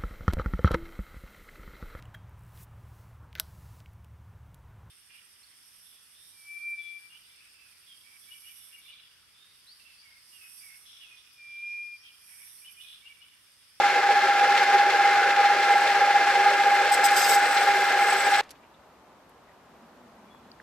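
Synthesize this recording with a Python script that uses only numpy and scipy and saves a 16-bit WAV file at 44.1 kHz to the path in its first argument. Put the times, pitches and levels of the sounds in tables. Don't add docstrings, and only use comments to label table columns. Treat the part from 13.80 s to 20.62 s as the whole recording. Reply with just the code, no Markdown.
import sys
import numpy as np
from scipy import signal
from scipy.fft import rfft, irfft, next_fast_len
from scipy.io import wavfile

SR = 44100
rng = np.random.default_rng(int(sys.argv[2]) if len(sys.argv) > 2 else 0)


def store_pcm(level_fs):
    pcm = np.round(np.clip(level_fs, -1, 1) * 32767).astype(np.int16)
    wavfile.write(sys.argv[1], SR, np.atleast_2d(pcm).T)


N = 300762
STOP_S = 4.611
TIME = np.arange(N) / SR
SIZE = next_fast_len(N)
BIN_HZ = np.maximum(np.arange(SIZE // 2 + 1) * SR / SIZE, 1)

SHAFT_HZ, COUNTERSHAFT_HZ, BELT_HZ = 15.617, 19.84, 3.058
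MAIN_TEETH = 52
TOOL_LAG_S = .00003


def from_db(db):
    return 10 ** (np.asarray(db) / 20)


def rms_one(x):
    return x / np.sqrt(np.mean(x ** 2) + 1e-20)


def across_hz(points):
    hz, value = np.transpose(points)
    return np.interp(np.log(BIN_HZ), np.log(hz), value)


def drift(rate):
    step = 40
    r = np.exp(-2 * np.pi * rate * step / SR)
    noise = rng.standard_normal(N // step + 2002)
    slow = signal.lfilter([1], [1, -2 * r, r * r], noise)[2000:]
    return np.interp(np.arange(N) / step, np.arange(len(slow)), rms_one(slow))


def ramp(start_s, end_s):
    return np.clip((TIME - start_s) / (end_s - start_s), 0, 1)


def held(start_s, end_s, edge_s):
    return (np.tanh((TIME - start_s) / edge_s) - np.tanh((TIME - end_s) / edge_s)) / 2


def struck(s, rise_s, decay_s):
    return np.exp(-np.minimum(np.maximum((s - TIME) / rise_s, (TIME - s) / decay_s), 40))


def grit(depth_db):
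    return rms_one(from_db(depth_db * np.tanh(.7 * drift(450))))


def resonance(hz, width_hz):
    return 1 / (1 + ((BIN_HZ - hz) / width_hz * 2) ** 2)


def body(spectrum, modes):
    lifts = 0
    for hz, width_hz, db in modes:
        lifts = lifts + (from_db(db) ** 2 - 1) / (1 + (2 * (BIN_HZ - hz) / width_hz) ** 2) ** 2
    return from_db(across_hz(spectrum)) * np.sqrt(np.maximum(1 + lifts, .01))


def stereo_noise(gain, alike, force=1):
    mid, side = rfft(rng.standard_normal((2, N)) * force, SIZE)
    alike = np.clip(alike, -1, 1)
    pair = np.sqrt(1 + alike) * mid + np.sqrt(1 - alike) * side * [[1], [-1]]
    return rms_one(irfft(pair * gain, SIZE)[:, :N])


def panned(x, pan_db):
    return x * from_db(np.array([[1], [-1]]) * pan_db / 2)


def off_centre(pair, lag_s):
    late = irfft(rfft(pair[1], SIZE) * np.exp(-2j * np.pi * BIN_HZ * lag_s), SIZE)[:N]
    return np.array([pair[0], late])


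def slack(turns_hz, first_s, narrowness):
    lean = .55
    angle = 2 * np.pi * turns_hz * (TIME - first_s)
    return np.abs(np.cos((angle + lean * (1 - np.cos(angle))) / 2)) ** (2 * narrowness)


def mesh_tone(hz, clock, rough, scatter_hz):
    phase = 2 * np.pi * (hz * clock + rng.random())
    uneven = drift(scatter_hz) * np.sin(phase) + drift(scatter_hz) * np.cos(phase)
    return rms_one(np.sin(phase) + rough * uneven)


def rough_tone(hz, stumble):
    pitch_hz = hz * (1 + stumble * (drift(90) + 2 * drift(600)))
    phase = 2 * np.pi * np.cumsum(pitch_hz) / SR
    return rms_one(np.sin(phase + .6 * np.array([drift(60), drift(60)])))


# turns per second, first slack moment in seconds, depth from 0 to 1, narrowness of the slack bump.
TURNING_PARTS = [(SHAFT_HZ, 0.026, 0.71, 3.5), (COUNTERSHAFT_HZ, 0.025, 0.35, 1.2),
                 (BELT_HZ, 0.19, 0.4, 0.77), (3 * BELT_HZ, 0.024, 0.29, 1.8)]


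def tooth_load():
    load = np.ones(N)
    for turns_hz, first_s, depth, narrowness in TURNING_PARTS:
        load = load * (1 - depth * slack(turns_hz, first_s, narrowness))
    return rms_one(load)


# pitch in Hz, level in dB, roughness from 0 to 1.
WEAK_GEAR_TONES = [(300, -58, .3), (384, -44.5, .8), (398, -49, .8), (546.6, -47.5, .25), (634, -51, .25),
                   (1093.5, -48, .3), (1230, -47, .9), (1270, -45, .9), (1358.6, -39.5, .25),
                   (1381, -46, .6), (1465.5, -44, .35), (1482, -45, .35), (1569, -42, .4), (1584, -46, .4),
                   (1603.5, -36.5, .18), (1624.1, -36.3, .18), (1647, -45, .3), (1666, -46, .3),
                   (1683, -42.5, .3), (1697.5, -36, .14), (1727, -40, .3), (1994, -49, .35),
                   (2033, -49.5, .3), (2080, -40, .2), (2187, -49, .4), (2438, -50, .4)]
# time in seconds, change in dB.
WHINE_SURGES = [(.15, -2), (.5, 1.5), (.84, 0.5), (1.005, 4), (1.2, 4), (1.66, 3), (1.78, -1), (2.03, -1.5),
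                (2.22, 3), (2.365, 2.5), (2.565, 0), (2.67, 4), (2.87, 2.5), (3.125, 2.5), (3.885, 2),
                (3.97, -1), (4.54, 1)]


def gears(load):
    sway_s, slip_s, surge_width_s = .00012, .00007, .018
    sway = sway_s * np.cos(2 * np.pi * BELT_HZ * (TIME - .14))
    clock = TIME + sway + slip_s * slack(SHAFT_HZ, 0.06, 0.53)

    whine_db = -22 - 5.5 * ramp(3.1, 5.1)
    for s, db in WHINE_SURGES:
        whine_db = whine_db + db * np.exp(-((TIME - s) / surge_width_s) ** 2)
    main_mesh = mesh_tone(SHAFT_HZ * MAIN_TEETH, clock, rough=0.028, scatter_hz=35.4)
    out = panned(from_db(whine_db) * load * main_mesh, pan_db=-0.8)

    for hz, db, rough in WEAK_GEAR_TONES:
        tone = from_db(db) * mesh_tone(hz, clock, rough, scatter_hz=13.8)
        out += panned(tone, rng.normal(0.68, 2.1))
    return out


# frequency in Hz, relative strength in dB per Hz.
RATTLE_COLOUR = [(25, -41), (42, -37), (58, -21), (75, -27), (160, -22.5), (205, -17), (300, -11.5),
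                 (430, -11), (650, -5.5), (1050, -3.5), (1700, -3), (2500, -3.5), (3300, -7.5),
                 (5000, -10.5), (7000, -19), (10000, -27.5), (14000, -29.5)]
# frequency in Hz, width in Hz, lift in dB.
CASTING_MODES = [(393, 25, 10.5), (808.5, 127, 15.5), (1226, 16, 13), (1290, 22, 4), (1370, 57, 10),
                 (1634, 260, 5.5), (1840, 180, 6), (1886, 21, 0), (2020, 26, 3), (2081, 90, 12),
                 (2194, 48, 7.5), (2380, 99, 7), (2610, 70, 5.5), (2700, 60, 3.5), (3460, 200, 2.5),
                 (4225, 155, 4), (5250, 260, 2), (7300, 280, 4), (13470, 532, 0)]
# frequency in Hz, likeness from 0 to 1.
HEADSTOCK_LIKENESS = [(60, 1), (450, 0.99), (900, 0.84), (1800, 0.92), (3500, 0.54), (7000, 0.16),
                      (14000, 0.38)]
# frequency in Hz, left minus right in dB.
RATTLE_LEANING = [(60, 0), (120, -1), (230, 0.5), (460, 1.5), (910, 0.5), (1800, 1), (3560, 0.5),
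                  (7040, 0.5), (13900, -1)]


def rattle(load):
    turning_db = 0.52 * load + 0.45 * slack(COUNTERSHAFT_HZ, 0.036, 1.55)
    force = from_db(turning_db + 1.0 * drift(31.0) + 0.2 * drift(400))
    casting = panned(body(RATTLE_COLOUR, CASTING_MODES), across_hz(RATTLE_LEANING))
    return from_db(-25.5) * stereo_noise(casting, across_hz(HEADSTOCK_LIKENESS), force)


# frequency in Hz, relative strength in dB per Hz.
GROWL_COLOUR = [(150, -39), (300, -21), (385, 1), (425, -1.5), (480, 5.5), (560, 2.5), (680, -6.5),
                (950, -27), (2000, -60.5)]
# throbs per second, first crest in seconds, swing in dB.
GROWL_THROBS = [(6.26, .158, 5.0), (2.47, .237, 2.6), (8.73, .111, 2.1)]
# start in seconds, end in seconds, level in dB before soft edges.
CASTING_HUMS = [(0.922, 0.973, -35.5), (1.068, 1.092, -31.5), (1.742, 1.815, -37.5), (2.554, 2.625, -43),
                (3.954, 4.038, -35)]


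def growl():
    force_db = 1.5 * slack(SHAFT_HZ, 0.076, 0.74) + 2.0 * drift(25)
    for hz, crest_s, db in GROWL_THROBS:
        force_db = force_db + db * np.cos(2 * np.pi * hz * (TIME - crest_s))
    level = from_db(-37.5 - 2 * ramp(3.9, STOP_S))
    rumble = level * stereo_noise(from_db(across_hz(GROWL_COLOUR)), 1.0, from_db(force_db))

    swells = sum(from_db(db) * held(start, end, edge_s=0.0057) for start, end, db in CASTING_HUMS)
    return rumble + swells * mesh_tone(388, TIME, rough=0.26, scatter_hz=9.5)


# start in seconds, end in seconds, level in dB added to the idle hum.
COVER_RINGS = [(0.774, 1.11, -39), (1.302, 1.475, -31), (3.356, 3.393, -28), (3.47, 3.805, -38.5)]


def cover():
    swells = sum(from_db(db) * held(start, end, edge_s=0.014) for start, end, db in COVER_RINGS)
    return (from_db(-43.5) + swells) * stereo_noise(resonance(1493, 110), 0.96)


# time in seconds, decay in seconds, level in dB.
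CLASH_BURSTS = [(.04, .014, -35), (.068, 0.012, -31), (.32, .012, -42), (.441, 0.014, -36),
                (0.646, 0.015, -34), (.752, 0.015, -31), (.777, 0.022, -24), (.984, 0.0082, -30),
                (1.104, 0.011, -28), (1.275, 0.026, -34), (1.657, 0.015, -25.5), (1.809, 0.026, -33),
                (2.072, 0.013, -25.5), (2.435, 0.018, -29), (2.558, 0.022, -29), (2.696, 0.017, -35),
                (3.022, 0.014, -33), (3.067, 0.015, -28), (3.772, 0.021, -27), (3.832, .012, -35),
                (4.541, 0.016, -23.5), (4.593, 0.017, -28)]
# frequency in Hz, relative strength in dB per Hz.
CLASH_COLOUR = [(500, -27.5), (1500, 1), (2600, 2), (4000, 0), (5500, -7), (8000, -16), (11000, -29),
                (14000, -27)]


def clashes():
    knocks_per_s, knock_db, knock_decay_s = 70, -39, .006
    hits = (rng.random(N) < knocks_per_s / SR) * rng.uniform(.3, 1, N)
    fade = np.exp(-1 / (knock_decay_s * SR))
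    knocks = rms_one(signal.lfilter([1], [1, -fade], hits + 1e-18))
    bursts = sum(from_db(db) * struck(s, 0.0044, decay_s) for s, decay_s, db in CLASH_BURSTS)
    casting = body(CLASH_COLOUR, CASTING_MODES)
    ringing = stereo_noise(casting, across_hz(HEADSTOCK_LIKENESS), grit(depth_db=2))
    return panned((from_db(knock_db) * knocks + bursts) * ringing, pan_db=2.0)


# start in seconds, end in seconds, chip level in dB before the flutter.
TOOL_BITES = [(3.119, 3.157, -33), (3.239, 3.274, -28.5), (3.363, 3.4, -28), (3.4, 3.48, -31.5),
              (3.483, 3.535, -28), (3.535, 3.566, -31)]
# start in seconds, end in seconds, level in dB before soft edges.
TOOL_RUBS = [(1.78, 2.1, -50), (2.12, 2.164, -43), (2.438, 2.8, -49.5), (2.796, 3.1, -47),
             (3.11, 3.183, -39), (3.224, 3.56, -39), (3.56, 3.86, -40), (3.86, 4.135, -43),
             (4.17, 4.262, -40.5), (4.266, 4.43, -37.5), (4.443, 4.606, -39.5)]
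# frequency in Hz, relative strength in dB per Hz.
CHIP_COLOUR = [(1000, -32), (3000, -1), (5000, -4.5), (7000, -2.5), (9800, -13), (11000, -8.5),
               (13500, -2.5), (14500, -11.5)]
# frequency in Hz, width in Hz, lift in dB.
TOOL_AND_PIN_MODES = [(5130, 680, 8), (6300, 260, 0.5), (7500, 420, 4), (8030, 210, 13), (8900, 600, 4),
                      (10900, 370, 9), (12540, 300, 0), (13450, 650, 4.5)]


def cutting():
    sing_hz, flutter_db = 8060, 1.8
    bites = sum(from_db(db) * held(start, end, edge_s=.004) for start, end, db in TOOL_BITES)
    pressure = bites * from_db(flutter_db * drift(70))
    rubbing = sum(from_db(db) * held(start, end, edge_s=0.031) for start, end, db in TOOL_RUBS)

    tool = body(CHIP_COLOUR, TOOL_AND_PIN_MODES)
    dull = from_db(-8 * np.maximum(np.log2(BIN_HZ / sing_hz), 0))
    chips = pressure * stereo_noise(tool, 0.27, grit(depth_db=-1.0))
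    chips += rubbing * stereo_noise(tool * dull, 0.3, from_db(2.5 * drift(62)))

    flurries = rms_one(from_db(11 * np.tanh(drift(80))))
    sing_level = from_db(-15) * pressure + from_db(-5) * rubbing
    singing = sing_level * flurries * rough_tone(sing_hz, stumble=.009)
    return panned(chips, pan_db=1.5) + off_centre(panned(singing, pan_db=5.5), TOOL_LAG_S)


# middle in seconds, length in seconds, pitch in Hz, glide in Hz per second,
# level in dB before soft edges.
TOOL_SHRIEKS = [(3.124, .008, 8050, 0, -28), (3.133, .007, 8330, 0, -32), (3.144, .011, 8000, -15000, -27),
                (3.243, .007, 8030, 0, -32), (3.257, .0094, 8050, 0, -22.5), (3.258, .012, 6550, 0, -39),
                (3.274, .005, 8030, 0, -32), (3.366, .007, 8600, 0, -31), (3.371, .007, 3120, 0, -31.5),
                (3.372, .012, 6380, 0, -35), (3.378, .009, 7950, 0, -30), (3.426, .008, 7520, 15000, -33),
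                (3.429, .01, 6230, 35000, -34), (3.446, .007, 8050, 0, -29), (3.495, .008, 8030, 0, -25),
                (3.497, .007, 5230, 0, -30), (3.511, .012, 8000, 0, -26), (3.514, .008, 5250, 0, -34),
                (3.544, .005, 6300, 0, -33), (3.548, .0066, 7980, 30000, -24.5),
                (3.562, .005, 8100, 0, -34), (3.72, .008, 8050, 0, -39), (3.751, .008, 8050, 0, -38),
                (4.285, .01, 8020, 0, -37), (4.307, .013, 8050, 0, -33), (4.333, .008, 8020, 0, -37),
                (4.384, .008, 8020, 0, -38), (4.403, .013, 8020, -22000, -33),
                (4.467, .016, 8060, 9000, -35.5), (4.537, .008, 8030, 0, -38),
                (4.587, .007, 7950, -20000, -39)]


def shrieks():
    out = np.zeros((2, N))
    for s, length_s, hz, glide, db in TOOL_SHRIEKS:
        near = np.abs(TIME - s) < 2 * length_s
        wobble = np.cumsum(rng.standard_normal(near.sum())) * .035
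        phase = 2 * np.pi * np.cumsum(hz + glide * (TIME[near] - s)) / SR + wobble
        envelope = held(s - length_s / 2, s + length_s / 2, edge_s=0.0018)[near]
        out[:, near] += from_db(db) * envelope * np.sqrt(2) * np.sin(phase)
    return off_centre(panned(out, pan_db=4.0), TOOL_LAG_S)


# time in seconds, slips per second, level in dB.
CHIP_SQUEAL = [(3.15, 1290, -41), (3.238, 1280, -37), (3.246, 1262, -28), (3.254, 1260, -37),
               (3.358, 1260, -37), (3.365, 1255, -28), (3.379, 1225, -38), (3.386, 1212, -33),
               (3.394, 1215, -39), (3.401, 1250, -32), (3.407, 1345, -32), (3.422, 1240, -39),
               (3.436, 1250, -27), (3.458, 1250, -30), (3.466, 1165, -32), (3.471, 1120, -39),
               (3.48, 1078, -30.5), (3.49, 1010, -40), (3.499, 965, -35), (3.506, 940, -39),
               (3.514, 932, -31), (3.53, 1040, -41), (3.538, 1110, -30), (3.543, 1250, -42),
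               (3.55, 1322, -33), (3.56, 1325, -34)]
# multiple of the slip rate, relative level in dB.
SQUEAL_PARTIALS = [(3, -10), (4, 0), (5, -8), (6, -10), (7, -14)]


def squeal():
    s, slips, db = np.transpose(CHIP_SQUEAL)
    biting = sum(held(start, end, edge_s=0.004) for start, end, _ in TOOL_BITES)
    level = from_db(np.interp(TIME, s, db)) * biting
    slip_hz = np.interp(TIME, s, slips) * (1 + .006 * drift(120) + .021 * drift(900))
    phase = 2 * np.pi * np.cumsum(slip_hz) / SR

    snatch_db = 5
    tone = np.zeros((2, N))
    for multiple, lift_db in SQUEAL_PARTIALS:
        strength = from_db(lift_db + snatch_db * np.tanh(drift(150)))
        tone += strength * np.sin(multiple * phase + rng.normal(0, 0.49, (2, 1)))
    return level * rms_one(tone)


# frequency in Hz, relative strength in dB per Hz.
AIR_COLOUR = [(25, -32), (60, -2), (110, -6.5), (260, -2.5), (470, -2.5), (650, -1), (1050, -1.5),
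              (1600, -9), (2100, -13.5), (4000, -19.5), (8000, -27), (14000, -32.5)]
# frequency in Hz, likeness from 0 to 1.
AIR_LIKENESS = [(60, 0.98), (180, 0.87), (530, 0.9), (1570, 0.67), (4680, 0.061), (13900, 0.03)]


def workshop():
    lift = ramp(5.84, 5.86)
    air_gain = from_db(across_hz(AIR_COLOUR))
    air = from_db(-55.5 + 1 * lift) * stereo_noise(air_gain, across_hz(AIR_LIKENESS))
    drone = from_db(-77 + 16 * lift) * stereo_noise(resonance(228.5, 73), 1.0)
    tail_db, tail_decay_s = -48, .06
    fade = np.exp(-np.abs(TIME - STOP_S) / tail_decay_s)
    tail = from_db(tail_db) * fade * stereo_noise(resonance(1300, 3200), 0.97)
    whistle = from_db(-85) * mesh_tone(13200, TIME, rough=.4, scatter_hz=30)
    return panned(air + drone + tail + whistle, pan_db=0.5)


# time in seconds, level in dB, rise in seconds,
# decay in seconds, centre in Hz, width in octaves.
HAND_TOUCHES = [(4.634, -49, .0003, .0046, 4500, .75), (4.6925, -49, .0002, .002, 3200, 1.0),
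                (4.697, -48, .0002, .004, 3000, 1.0), (4.706, -41.5, .001, .006, 4000, .7),
                (4.7065, -48, .001, .006, 4600, .07), (4.712, -50, .001, .006, 5600, .05),
                (4.707, -41, .001, .003, 11000, .25), (4.7125, -42.5, .001, .004, 6000, .9),
                (4.708, -52, .003, .01, 1800, .6), (4.755, -60, .005, .02, 2400, .7),
                (4.836, -58, .007, .02, 2400, .24), (4.943, -58, .0005, .007, 3510, .14),
                (5.494, -62, .0005, .006, 11300, .04), (5.495, -66, .0005, .006, 8000, .3),
                (5.495, -61, .003, .008, 1550, .2), (5.693, -58, .018, .024, 1750, .3),
                (6.49, -66, .006, .02, 2250, .15), (6.53, -64, .04, .07, 3400, .011),
                (6.5485, -44.5, .0006, .0022, 1100, .45), (6.7165, -44, .0004, .002, 4550, .12),
                (6.801, -43, .0006, .002, 1680, .22)]


def touches():
    out, force = np.zeros((2, N)), grit(depth_db=6.5)
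    for s, db, rise_s, decay_s, hz, octaves in HAND_TOUCHES:
        band = np.exp(-.5 * (np.log2(BIN_HZ / hz) / octaves) ** 2)
        out += from_db(db) * struck(s, rise_s, decay_s) * stereo_noise(band, 0.48, force)
    return out


def scene():
    load = tooth_load()
    headstock = off_centre(gears(load), lag_s=.00005)
    headstock += off_centre(rattle(load) + growl() + cover() + clashes(), lag_s=.000028)
    running = headstock + cutting() + shrieks() + squeal()
    quiet = workshop() + touches()
    return np.where(TIME < STOP_S, running, quiet)


def record(dry):
    low_pass = signal.ellip(12, .1, 80, 14100, fs=SR, output="sos")
    return signal.sosfilt(low_pass, dry)


dry = scene()
out = record(dry)
store_pcm(out)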